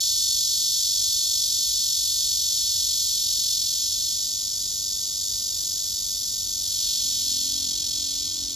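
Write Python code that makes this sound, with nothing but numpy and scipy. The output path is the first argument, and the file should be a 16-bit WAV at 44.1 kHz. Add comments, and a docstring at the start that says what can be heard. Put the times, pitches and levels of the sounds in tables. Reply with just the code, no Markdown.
"""A cicada buzzes on a tree trunk by a pond, close to a phone. Some 43 to 49 times a second a muscle stroke buckles
the ribs of its tymbals in a quick run of clicks that ring the hollow abdomen; midway the body slackens, then tenses again.
Leaves and branches scatter the song as noise tails and short echoes. Under it lie a town's rumble, made of filtered
noise, and, near the end, a distant engine gathering speed, made of wavering exhaust harmonics."""
import sys
import numpy as np
from scipy import signal
from scipy.fft import rfft, irfft, next_fast_len
from scipy.io import wavfile
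from scipy.ndimage import uniform_filter1d

SR = 44100
rng = np.random.default_rng(int(sys.argv[2]) if len(sys.argv) > 2 else 0)


def digitize_waveform(pressure):
    """Quantize a signal to 16-bit integers and store it at the path in sys.argv[1].

    Rows of a 2-D input are taken as channels; values are limited to [-1, 1].
    """
    field = np.atleast_2d(pressure).T
    bounded = np.clip(field, -1, 1)
    quanta = np.round(bounded * 32767).astype(np.int16)
    wavfile.write(sys.argv[1], SR, quanta)


N = 377055

TIME = np.arange(N) / SR
# filters work on a padded length, so that their tails do not wrap round
PADDED = 2 * next_fast_len(N // 2 + 8192, real=True)
FREQ = np.maximum(np.fft.rfftfreq(PADDED, 1 / SR), 1)
TOP_HZ = 15500


def undb(db):
    """Decibels to gain."""
    return 10 ** (np.asarray(db) / 20)


def unit(x):
    """Scale to rms 1."""
    return x / np.sqrt(np.mean(x ** 2))


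def across(table):
    """A (Hz, value) table at every frequency, joined on a log axis."""
    hz, value = np.transpose(table)
    return np.interp(np.log(FREQ), np.log(hz), value)


def filtered(x, response):
    """Pass a sound through a frequency response."""
    return irfft(rfft(x, PADDED) * response)[..., :N]


def walk(rate_hz):
    """Slow random drift with a spread near 1, heading for a new value rate_hz times a second."""
    points = rng.standard_normal(1024)
    return np.interp(TIME * rate_hz, np.arange(len(points)), points)


def smear(clicks, decay_s):
    """Noise that follows each click and dies away."""
    power = signal.lfilter([1], [1, -np.exp(-2 / (decay_s * SR))], clicks ** 2)
    return unit(np.sqrt(power) * rng.standard_normal(N))


def cicada(near_lead_s=.001, far_lead_s=.0014, far_share=.55, far_hz=6000):
    """Two tymbals drive the body, the far one mostly in the treble; returns the sound from the trunk and from all round."""
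    stroke_hz = stroke_rate()
    tension, loud_db, treble_db, fill, hitch = posture()
    near = tymbal(stroke_hz, tension, fill, hitch, near_lead_s)
    far = tymbal(stroke_hz, tension, fill, hitch, far_lead_s)
    # share of the power that the far tymbal gives at each frequency
    share = far_share / (1 + (far_hz / FREQ) ** 6)
    drive = unit(filtered(near, np.sqrt(1 - share)) + filtered(far, np.sqrt(share)))
    return abdomen(leaves(drive), tension, treble_db) * undb(loud_db)


def stroke_rate(flag_hz=3.85, waver_hz=.15):
    """Strokes per second: the muscle starts each bout fresh, sags through it and flags at its end."""
    # bouts of the muscle: start_s, end_s, fresh_rate_hz (before sag and flagging), sag_hz_per_s, flag_time_s
    bouts = np.array([(0, 3.8, 47.96, .1, 1.08), (3.8, 8.55, 49.19, .53, .92)])
    start_s, end_s, fresh_hz, sag, flag_s = bouts[np.searchsorted(bouts[1:, 0], TIME)].T
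    flagging = flag_hz * np.exp((TIME - end_s) / flag_s)
    return fresh_hz - sag * (TIME - start_s) - flagging + waver_hz * walk(14)


def posture(shift_s=.3, tiring_db_per_s=.3836, fade_at_s=8.2, fade_db_per_s=5,
            swing_hz=1.92, swing_db=6, steady_at_s=2.7):
    """Tension, loudness, treble, fill and hitch: each posture eases into the next while the song slowly tires."""
    # postures the abdomen takes and holds: start_s, tension (0-1), level_db (before tiring and fade),
    # treble_db, fill (even click size that fills in the throb, before its swing), hitch in mid-stroke (0-1)
    postures = np.array([(0, 1, -23, -.3, 1.7, 0.1), (2.7, 1, -22.5, -0.5, 1.3, 0),
                         (3.7, 0.8, -24, -1, 2.4, 0), (4.22, 0, -26, -1, 1.5, 0.7),
                         (5.2, 0.01, -25.5, 0, 1.1, 0.55), (6.7, 0.94, -22, -1.6, 0.97, 0.2),
                         (7.549, 0.96, -23.5, -3.5, 0.18, 0.1), (8.02, 0.86, -23.5, -3.5, 0.86, 0.2),
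                         (8.35, .75, -24.4, -3.5, 0.36, 0.9)])
    held = postures[np.searchsorted(postures[1:, 0], TIME)].T
    _, tension, level_db, treble_db, fill, hitch = uniform_filter1d(held, int(shift_s * SR), mode="nearest")
    tiring_db = tiring_db_per_s * TIME
    fade_db = fade_db_per_s * np.maximum(TIME - fade_at_s, 0)
    # early in the song the throb comes and goes
    fill_swing_db = swing_db * np.sin(2 * np.pi * swing_hz * TIME) * (TIME < steady_at_s)
    return tension, level_db - tiring_db - fade_db, treble_db, fill * undb(fill_swing_db), hitch


def tymbal(stroke_hz, tension, fill, hitch, lead_s, spread_s=.0023, crackle_s=.0006, crackle_db=-8):
    """Bending waves carry the treble of a click out first, drawing it into a chirp; the membrane crackles after it."""
    clicks = rib_clicks(stroke_hz, tension, fill, hitch, lead_s)
    drive = unit(clicks) + undb(crackle_db) * smear(clicks, crackle_s)
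    delay_s = spread_s * (.5 - FREQ / TOP_HZ)
    # phase is the running sum of delay over frequency
    chirp = np.exp(-2j * np.pi * np.cumsum(delay_s) * SR / PADDED)
    return unit(filtered(drive, chirp))


def rib_clicks(stroke_hz, tension, fill, hitch, lead_s, count=17, first_stroke=.31,
               tense_share=.059, slack_share=.053, offset_s=.00009, jitter_s=.00005, slip_s=.00011,
               build_db=5.6, pull_ribs=6.4, volleys_per_stroke=6, volley_depth=.5, hitch_ribs=1.9,
               uneven_db=1.3, chance_db=.5):
    """Each stroke buckles uneven ribs and stops short; slack ribs go in volleys, and a hitch splits the stroke."""
    # first_stroke: the part of it that is already over at the start
    turns = first_stroke + np.cumsum(stroke_hz) / SR
    stroke = np.arange(1, int(turns[-1]) + 2)[:, None]
    late, strong = rib_habits(len(stroke), count)
    chance = rng.standard_normal((len(stroke), 3, count))
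    firm, even, split = (np.interp(stroke, turns, control) for control in (tension, fill, hitch))

    # place of each rib, as a share of a stroke from its middle
    rib = np.arange(count) - (count - 1) / 2
    place = rib * (slack_share + (tense_share - slack_share) * firm)
    when = np.interp(stroke + place, turns, TIME, left=-1, right=TIME[-1] + 1)
    # a whole stroke slips in time; each rib is late by habit and by chance
    when = when + slip_s * chance[:, 0, :1] + offset_s * late + jitter_s * chance[:, 1]

    # the clicks build up through the pull (build_db per stroke) and stop quickly when the muscle lets go
    arch = undb(build_db * place) * np.exp(-np.abs(rib / pull_ribs) ** 5)
    volleys = 1 - volley_depth * (1 - firm) * np.cos(2 * np.pi * volleys_per_stroke * place)
    halves = 1 - split * np.exp(-(rib / hitch_ribs) ** 4)
    size = unit(arch) * volleys * halves + even
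    size = size * undb(uneven_db * strong + chance_db * chance[:, 2])
    # every stroke spends the same energy
    size = size / np.linalg.norm(size, axis=1, keepdims=True)

    sample = np.floor((when - lead_s) * SR).astype(int)
    inside = (sample >= 0) & (sample < N)
    return np.bincount(sample[inside], size[inside], N)


def rib_habits(strokes, ribs, memory_strokes=14):
    """How late and how strongly each rib buckles: no two are alike, and the pattern changes slowly over the strokes."""
    chance = rng.standard_normal((strokes, ribs, 2))
    habits = unit(uniform_filter1d(chance, memory_strokes, axis=0, mode="wrap"))
    return np.moveaxis(habits, -1, 0)


def abdomen(drive, tension, treble_db, treble_hz=8500, tires_from_s=1.2, tired_at_s=7.4):
    """The hollow body rings in its present posture; tense, it passes from fresh to lower, tired resonances."""
    # broad colour of the tense and of the slack body: pitch_hz, level_db
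    tense_colour = [(1500, -49), (2050, -38), (2700, -24.5), (3020, -15.3), (3300, -6), (3900, -3),
                    (4700, -.5), (6000, 0.9), (7100, -0.16), (7550, -1), (8300, -6.5), (9300, -6),
                    (9900, -5.5), (12200, -8), (13200, -16), (14200, -24), (15500, -40)]
    slack_colour = [(1500, -52), (2100, -46), (2700, -29.5), (3000, -19.5), (3300, -12), (3900, -7.5),
                    (4700, -7.5), (6000, -4), (7100, -2.5), (7550, -5), (8300, -11), (9300, -10),
                    (10200, -10.5), (12200, -14.5), (13200, -18), (14200, -26), (15500, -41)]
    # resonances that stand out of it, for the fresh tense, tired tense and slack body: pitch_hz, width_hz, lift_db
    fresh_modes = [(2460, 70, 2), (3520, 290, 6.8), (4365, 180, 7.6), (4850, 300, 2.8), (5400, 80, 5),
                   (5545, 110, 5.2), (6250, 110, 2.2), (6580, 70, 3.2), (6910, 80, 3), (7900, 300, 3.3),
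                   (9050, 150, 2), (12150, 130, 3.4)]
    tired_modes = [(2250, 130, 5.5), (2470, 110, 8), (2850, 200, 4.8), (3330, 380, 5.5), (3680, 200, 2.2),
                   (4290, 220, 6.6), (4860, 200, 2.5), (5400, 100, 4), (5520, 120, 3.5), (6220, 130, 2.2),
                   (6920, 90, 2.5), (7250, 120, 2), (10950, 500, 2.2), (13700, 900, 3.5)]
    slack_modes = [(3550, 290, 5.6), (4540, 300, 5.2), (4830, 280, 6.7), (5150, 60, 4.8), (5400, 260, 5.4),
                   (5860, 140, 5.8), (6620, 130, 4.4), (6910, 70, 3), (7950, 300, 3.2), (9050, 200, 3),
                   (11120, 330, 4.9), (11600, 110, 4), (12150, 220, 5.4), (12660, 200, 5.8)]
    fresh = unit(filtered(drive, ringing(tense_colour, fresh_modes)))
    tired = unit(filtered(drive, ringing(tense_colour, tired_modes)))
    slack = unit(filtered(drive, ringing(slack_colour, slack_modes)))
    tiredness = np.interp(TIME, [tires_from_s, tired_at_s], [0, 1])
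    tense = fresh + (tired - fresh) * tiredness
    song = tension * tense + (1 - tension) * slack
    treble = filtered(song, .5 + .5 * np.tanh((FREQ - treble_hz) / 1000))
    return song + (undb(treble_db) - 1) * treble


def ringing(colour, modes):
    """Causal (minimum-phase) response of a body with a broad colour and a few resonances."""
    db = across(colour)
    for hz, width_hz, lift_db in modes:
        db = db + lift_db / (1 + (2 * (FREQ - hz) / width_hz) ** 2)
    # folding the cepstrum onto positive time makes the ringing follow the click
    cepstrum = irfft(np.log(undb(db)))
    return np.exp(rfft(2 * cepstrum[:PADDED // 2], PADDED) - cepstrum[0])


def leaves(drive, decay_s=.075, scatter_hz=8000, most=.53, around_db=-14.3):
    """Moving leaves scatter the song into noise tails, the more so the shorter the wave; returns front and around."""
    scattered = most * FREQ ** 4 / (FREQ ** 4 + scatter_hz ** 4)
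    direct = filtered(drive, np.sqrt(1 - scattered))
    front = direct + filtered(smear(drive, decay_s), np.sqrt(scattered))
    around = undb(around_db) * filtered(smear(drive, decay_s), np.sqrt(.5 + 2 * scattered))
    return np.array([front, around])


def trees(x, t60_s=.26, first_s=.000685):
    """Short fixed echoes from the trunk and the nearest branches: a decaying burst of noise as impulse response."""
    t = TIME[:SR // 4]
    # a fall of 60 dB in t60_s
    decay = np.exp(-np.log(1000) * t / t60_s)
    echoes = rng.standard_normal(len(t)) * decay * (t > first_s)
    return signal.fftconvolve(x, echoes / np.linalg.norm(echoes))[:N]


def engine(cruise_hz=40.8, fast_hz=45.9, speed_up_at_s=7.62, speed_up_s=.4,
           scatter=.35, fading_hz=9, waver=.004):
    """Far exhaust tones that climb once in pitch; each comes by several paths through the trees, so its level wavers."""
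    # exhaust tones: multiple of the firing rate, level_db (relative)
    exhaust = [(2, -7), (3, -13), (4, -12), (5, -8), (6, 0), (7, -3.5), (8, -14), (9, -20)]
    # it comes into earshot, sinks briefly and returns: time_s, level_db
    engine_pass = [(0, -110), (6.4, -70), (7.0, -60), (7.25, -52), (7.5, -50), (7.77, -48.3), (7.88, -52.5),
                   (8.05, -53.5), (8.35, -51), (8.55, -52.5)]
    climb = .5 + .5 * np.tanh((TIME - speed_up_at_s) / speed_up_s)
    firing_hz = cruise_hz + (fast_hz - cruise_hz) * climb
    angle = 2 * np.pi * np.cumsum(firing_hz * (1 + waver * walk(20))) / SR
    tones = 0
    for multiple, level_db in exhaust:
        # strength and phase of the tone, drifting by chance
        paths = 1 + scatter * (walk(fading_hz) + 1j * walk(fading_hz))
        tones = tones + undb(level_db) * np.imag(paths * np.exp(1j * multiple * angle))
    return unit(tones) * undb(np.interp(TIME, *np.transpose(engine_pass)))


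def town(level_db=-49, side_db=-8.7, left_db=.55, wide_hz=200, narrow_hz=1100, rise_db=2.5):
    """Low rumble of filtered noise that slowly grows; its bass is nearly alike at both ports."""
    # colour of the rumble: pitch_hz, level_db (relative, per Hz)
    rumble = [(12, -53), (20, -26), (33, -6.5), (47, 1), (70, -3.5), (93, 0.5), (104, -7.5), (119, -7),
              (130, -12), (160, -11), (212, -14.5), (270, -14.5), (381, -19.5), (594, -21.5), (707, -23.5),
              (1080, -27), (2000, -29.5), (2600, -25), (4400, -120)]
    mid, side = filtered(rng.standard_normal((2, N)), undb(across(rumble)))
    # the side noise is band-limited: it fades in above wide_hz and rolls off past narrow_hz
    side_band = FREQ / np.hypot(FREQ, wide_hz) / np.hypot(1, (FREQ / narrow_hz) ** 2)
    side = filtered(side, undb(side_db) * side_band)
    pair = unit(np.array([(mid + side) * undb(left_db), (mid - side) * undb(-left_db)]))
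    swell_db = .4 * walk(4)
    growth_db = rise_db * (TIME / TIME[-1] - .5)
    return pair * undb(level_db + swell_db + growth_db)


def scene(song_db=-2.5, echo_db=-17):
    """The song reaches the two ports at different phases; the town and the engine lie under it."""
    # how far the left port leads the right for the song: pitch_hz, lead_radians
    port_phase = [(20, 0), (3020, 0), (3170, .62), (5330, .62), (5500, -.7), (5750, -1.6), (6600, -.78),
                  (7200, -1.3), (7450, -2.3), (8080, -2.2), (8320, -3.05), (9250, -3.25), (10000, -4.05),
                  (12300, -5.4), (13000, -2 * np.pi)]
    front, around = undb(song_db) * cicada()
    front = front + undb(echo_db) * trees(front)
    # the sound from all round has opposite signs at the two ports
    song = np.array([front + around, front - around])
    lead = np.exp(1j * across(port_phase) * np.array([[1], [0]]))
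    return filtered(song, lead) + engine() + town()


def record(dry, low_hz=28):
    """The phone cuts the deepest bass and the top."""
    thinned = signal.sosfilt(signal.butter(3, low_hz, "high", fs=SR, output="sos"), dry)
    return signal.sosfilt(signal.ellip(8, .2, 70, TOP_HZ, fs=SR, output="sos"), thinned)


dry = scene()
out = record(dry)
digitize_waveform(out)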